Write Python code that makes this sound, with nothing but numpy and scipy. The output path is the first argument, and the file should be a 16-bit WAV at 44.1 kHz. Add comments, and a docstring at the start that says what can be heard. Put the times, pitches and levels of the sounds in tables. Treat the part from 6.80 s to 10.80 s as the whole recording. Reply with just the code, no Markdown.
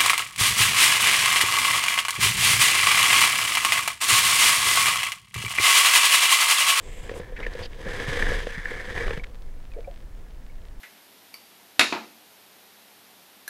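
"""In a river, a camera in a waterproof case drifts through weed. Stems drag over the case in
stick-slip grains and knock on it, ringing its hollow low mode and bright wall mode; clumps thud
and blades hiss along it. Then open water: small bubbles ping and air pockets give two gurgles.
Eddies rumble on the case throughout, over a soft wash and faint ticks."""
import sys
import numpy as np
from scipy import signal
from scipy.fft import rfft, irfft
from scipy.io import wavfile
from scipy.ndimage import uniform_filter1d

SR = 44100
rng = np.random.default_rng(int(sys.argv[2]) if len(sys.argv) > 2 else 0)


def store_wav(level_fs):
    """Save 16-bit WAV to argv[1]."""
    pcm = np.round(np.clip(np.atleast_2d(level_fs), -1, 1) * 32767)
    wavfile.write(sys.argv[1], SR, pcm.T.astype(np.int16))


N = 176400
T = np.arange(N) / SR
SLIPS_PER_S, SLIP_SPREAD_DB, GRIP_RATE_HZ = 2000, 2, 78


def dragging_weed():
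    """Stick-slip excites the case: separate scratches at light contact, dense crackle at heavy."""
    # drag envelopes: t/s, wall level/dB, body level/dB, treble level/dB
    drag = [(0, -61, -49, -58), (.27, -54, -45.5, -56), (.38, -50.5, -34.5, -51), (.44, -49.5, -45, -60),
            (.55, -60.5, -53.5, -68), (.61, -44, -41, -57), (.73, -47.5, -47, -53.5),
            (.81, -42, -35.5, -46), (.89, -58, -53.5, -61.5), (1.02, -49, -42.5, -52.5),
            (1.075, -36, -36, -46), (1.11, -40.5, -39, -46), (1.385, -29, -30.5, -36),
            (1.45, -33.5, -33, -41.5), (1.605, -34, -35, -40), (1.655, -47.5, -41.5, -46.5),
            (1.77, -36, -51, -49.5), (1.835, -43, -50, -53), (1.87, -35.5, -41, -46.5),
            (2.13, -40, -40, -48), (2.21, -32, -33.5, -44), (2.3, -38, -34.5, -46),
            (2.38, -44.5, -45.5, -52), (2.42, -64, -49, -67), (2.75, -69, -66, -100)]
    # case responses (hollow body, wall, treble): f/Hz, density/dB
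    body_shape = [(50, -3), (75, 4.5), (130, -3.5), (260, -7.5), (420, -3.5), (495, 4.5), (600, -12),
                  (720, -9.5), (850, -16), (1000, -10.5), (1250, -21.5), (1700, -30)]
    wall_shape = [(900, -16), (1400, -8.5), (1570, -2.5), (1710, 5), (1850, 2), (2030, -1.5), (2300, -4),
                  (2600, -24.5), (3600, -21.5)]
    treble_shape = [(1900, -1.5), (2800, 4), (3250, 6), (3750, 2), (4300, -3.5), (4850, -1.5), (5700, -7),
                    (6300, -5), (7000, -11), (7700, -8), (8700, -13.5), (9700, -11), (11000, -18),
                    (12500, -20), (15500, -34)]
    grip = undb(2 * wander(GRIP_RATE_HZ))
    contact = envelope(drag, column=1)
    slips_per_s = SLIPS_PER_S * (contact / contact.max()) ** 0.4
    slips = grains(slips_per_s, SLIP_SPREAD_DB)
    rub = unit((slips + 0.4 * rng.standard_normal(N)) * grip)
    bumps = unit(grains(per_s=500, spread_db=0.5) * grip + 0.72 * rub)
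    hiss = unit((0.96 * slips + rng.standard_normal(N)) * grip)
    wall = colour(rub * contact, wall_shape)
    body = colour(bumps * envelope(drag, column=2), body_shape)
    treble = colour(hiss * envelope(drag, column=3), treble_shape)
    return wall + body + treble


def stem_knocks():
    """Soft blows ring the hollow mode, hard ones the wall; each stem scuffs and cracks on landing."""
    # blows: t/s, hollow level/dB, wall level/dB, crack level/dB
    knocks = [(0.294, -27, -25, -33), (.315, -22.5, -45, -39), (.339, -24, -35, -40),
              (0.399, -20.5, -40, -40), (0.523, -30.5, -58, -52), (.602, -34, -28, -33.5),
              (.665, -25.5, -13, -29.5), (0.751, -22.5, -49, -39), (0.931, -41, -47, -41.5),
              (1.067, -22, -30, -37), (1.199, -27, -14.5, -26.5), (1.424, -55, -4.5, -25),
              (1.468, -34, -11, -33), (1.518, -12.5, -27, -49), (1.669, -19, -26, -30.5),
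              (1.856, -47, -9, -33.5), (1.916, -25, -38, -40), (2.177, -26, -13.5, -32),
              (2.279, -34, -40, -27.5), (2.307, -20.5, -22, -29.5), (2.333, -49, -22, -31),
              (2.374, -32, -29, -32.5)]
    # crack spectrum: f/Hz, density/dB
    crack_shape = [(100, 6.5), (470, 9.5), (900, 1), (2300, 3), (3500, -3), (6000, -20), (15000, -35)]
    hollow_hz, hollow_t60_s, wall_hz, wall_t60_s = 488, 0.037, 1773, 0.015
    attack_s, scuff_rise_s, crack_t60_s = 0.0011, 0.0025, 0.02
    modes, crack_envelope = np.zeros(N), np.zeros(N)
    for start_s, hollow_db, wall_db, crack_db in knocks:
        hollow_detune, wall_detune = 1 + 0.02 * rng.standard_normal(2)
        modes += undb(hollow_db) * ring(start_s, hollow_hz * hollow_detune, hollow_t60_s, attack_s)
        modes += undb(wall_db) * ring(start_s, wall_hz * wall_detune, wall_t60_s, attack_s)
        from_peak_s = T - start_s - 2 * attack_s
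        fall_nepers = np.maximum(-from_peak_s / scuff_rise_s, np.log(1000) * from_peak_s / crack_t60_s)
        crack_envelope += undb(crack_db) * np.exp(-np.minimum(fall_nepers, 20))
    return modes + colour(crack_envelope * rng.standard_normal(N), crack_shape)


def clump_thuds():
    """Soft clumps of weed hit the case with a brief, dull thud."""
    # impacts: t/s, level/dB
    thuds = [(.397, -26), (1.062, -22.5), (1.282, -17), (1.776, -21.5), (2.374, -21.5)]
    out = np.zeros(N)
    for start_s, level_db in thuds:
        hz = 161 * undb(rng.standard_normal())  # about 12 % scatter
        out += undb(level_db) * ring(start_s, hz, t60_s=0.0437, attack_s=0.0022)
    return out


def sliding_blades():
    """Each blade rasps unevenly in one band as it slides along the case."""
    # slides: t/s, length/s, centre f/Hz, width/Hz, level/dB
    swishes = [(0, 0.42, 2180, 745, -53), (0, 0.33, 7570, 1680, -57), (0.078, 0.26, 3040, 700, -59),
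               (0.09, 0.2, 11300, 2500, -68), (0.336, 0.067, 7900, 5200, -56),
               (0.56, 0.026, 1950, 810, -41.5), (0.625, 0.031, 2110, 510, -36),
               (0.735, 0.0042, 4400, 2100, -47.5), (0.821, 0.045, 4650, 590, -44.5),
               (0.822, 0.049, 2900, 1700, -46.5), (1.688, 0.049, 2500, 560, -50),
               (2.435, .012, 1930, 1530, -37.5)]
    fade_share, flutter_db = 0.18, 1.5
    out = np.zeros(N)
    for start_s, length_s, hz, width_hz, level_db in swishes:
        from_edge_s = np.minimum(T - start_s, start_s + length_s - T)
        gate = np.clip(from_edge_s / (fade_share * length_s), 0, 1)
        rasp = grains(SLIPS_PER_S, SLIP_SPREAD_DB) + rng.standard_normal(N)
        out += undb(level_db) * gate * band(rasp, hz, width_hz)
    return out * undb(flutter_db * wander(GRIP_RATE_HZ))


def gurgles():
    """Large air pockets ring with rising pitch in a cloud of churning froth."""
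    # air pockets: t/s, f/Hz, level/dB
    pockets = [(2.964, 451, -25.5), (2.977, 545, -28.5), (2.987, 465, -24.5), (3.072, 712, -31),
               (3.076, 545, -23), (3.1, 687, -39)]
    froth_db, smoothing_s = -7.5, 0.066
    tones = sum(undb(level_db) * ring(start_s, hz, t60_s=0.061, attack_s=0.004, rise_per_s=0.73)
                for start_s, hz, level_db in pockets)
    span = int(smoothing_s * SR)
    churn = uniform_filter1d(uniform_filter1d(np.abs(tones), span), span)
    froth = undb(froth_db) * churn * band(rng.standard_normal(N), hz=623, width_hz=210)
    return tones + froth


def small_bubbles():
    """Small bubbles ping at a steady pitch."""
    # pings: t/s, f/Hz, level/dB
    bubbles = [(2.396, 2260, -30.5), (2.919, 2490, -46), (2.939, 2300, -45.5), (3.045, 2340, -41),
               (3.698, 2230, -47)]
    return sum(undb(level_db) * ring(start_s, hz, t60_s=0.038, attack_s=0.00073)
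               for start_s, hz, level_db in bubbles)


def river():
    """Eddies rumble on the case over a soft wash and faint ticks."""
    # flow buffeting: t/s, level/dB
    flow = [(0, -35), (1.25, -34.5), (1.52, -23.5), (1.7, -36), (2.1, -35), (2.29, -29.5), (2.5, -35),
            (4, -36.5)]
    # rumble, wash and tick spectra: f/Hz, density/dB
    rumble_shape = [(12, 6), (28, 7.5), (45, -5.5), (68, -8.5), (100, -25), (300, -31.5)]
    wash_shape = [(100, 7), (250, -2.5), (520, -6), (1000, -12), (4000, -23), (15500, -30.5)]
    tick_shape = [(700, -3.5), (2300, 0), (3600, -1.5), (5500, -12)]
    rumble = envelope(flow) * unit(colour(rng.standard_normal(N), rumble_shape))
    wash = undb(-53) * colour(rng.standard_normal(N), wash_shape)
    ticks = undb(-67) * colour(grains(per_s=90, spread_db=4.5), tick_shape)
    return rumble + wash + ticks


def grains(per_s, spread_db):
    """Random clicks of either sign, mostly small, a few large; rms 1 at any rate."""
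    size = undb(spread_db * np.minimum(rng.exponential(size=N), 4))
    hits = rng.random(N) < per_s / SR
    polarity = np.sign(rng.standard_normal(N))
    return unit(hits * size * polarity / np.sqrt(per_s))


def ring(start_s, hz, t60_s, attack_s, rise_per_s=0):
    """Damped sine; pitch rises by the share rise_per_s of hz each second."""
    out, first = np.zeros(N), int(start_s * SR)
    t = T[:min(SR // 2, N - first)]
    amplitude = (1 - np.exp(-t / attack_s)) * np.exp(-np.log(1000) * t / t60_s)
    phase = 2 * np.pi * hz * t * (1 + rise_per_s * t / 2)
    out[first:first + len(t)] = amplitude * np.sin(phase)
    return out


def colour(x, shape):
    """Minimum-phase filter through (f/Hz, density/dB) points; keeps the power of white noise."""
    hz, db = np.array(shape).T
    octave = np.log2(np.maximum(np.fft.rfftfreq(2 * N, 1 / SR), 1))
    octaves_outside = np.maximum(np.log2(hz[0]) - octave, 0) + np.maximum(octave - np.log2(hz[-1]), 0)
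    gain = unit(undb(np.interp(octave, np.log2(hz), db) - 20 * octaves_outside))
    cepstrum = irfft(np.log(gain))
    cepstrum[1:N] *= 2
    cepstrum[N + 1:] = 0
    return irfft(rfft(x, 2 * N) * np.exp(rfft(cepstrum)))[:N]


def band(x, hz, width_hz):
    """One resonance applied twice; rms 1."""
    b, a = signal.iirpeak(hz, hz / width_hz, fs=SR)
    return unit(signal.lfilter(b, a, signal.lfilter(b, a, x)))


def wander(rate_hz):
    """Interpolated random drift; rms 1."""
    knots = rng.standard_normal(N // 10)
    return unit(np.interp(T * rate_hz, np.arange(len(knots)), knots))


def envelope(rows, column=1):
    """Gain over time from one dB column of a table."""
    rows = np.array(rows)
    return undb(np.interp(T, rows[:, 0], rows[:, column]))


def undb(db):
    """Decibels to gain."""
    return 10 ** (np.asarray(db) / 20)


def unit(x):
    """Scale to rms 1."""
    return x / np.sqrt(np.mean(x ** 2))


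def scene():
    """All sources reach one microphone inside the case."""
    weed = dragging_weed() + stem_knocks() + clump_thuds() + sliding_blades()
    water = gurgles() + small_bubbles() + river()
    return (weed + water)[None]


def record(dry):
    """The camera cuts the top of the treble."""
    cutoff_hz = 15750
    return signal.sosfilt(signal.ellip(10, .2, 80, cutoff_hz, fs=SR, output="sos"), dry)


dry = scene()
out = record(dry)
store_wav(out)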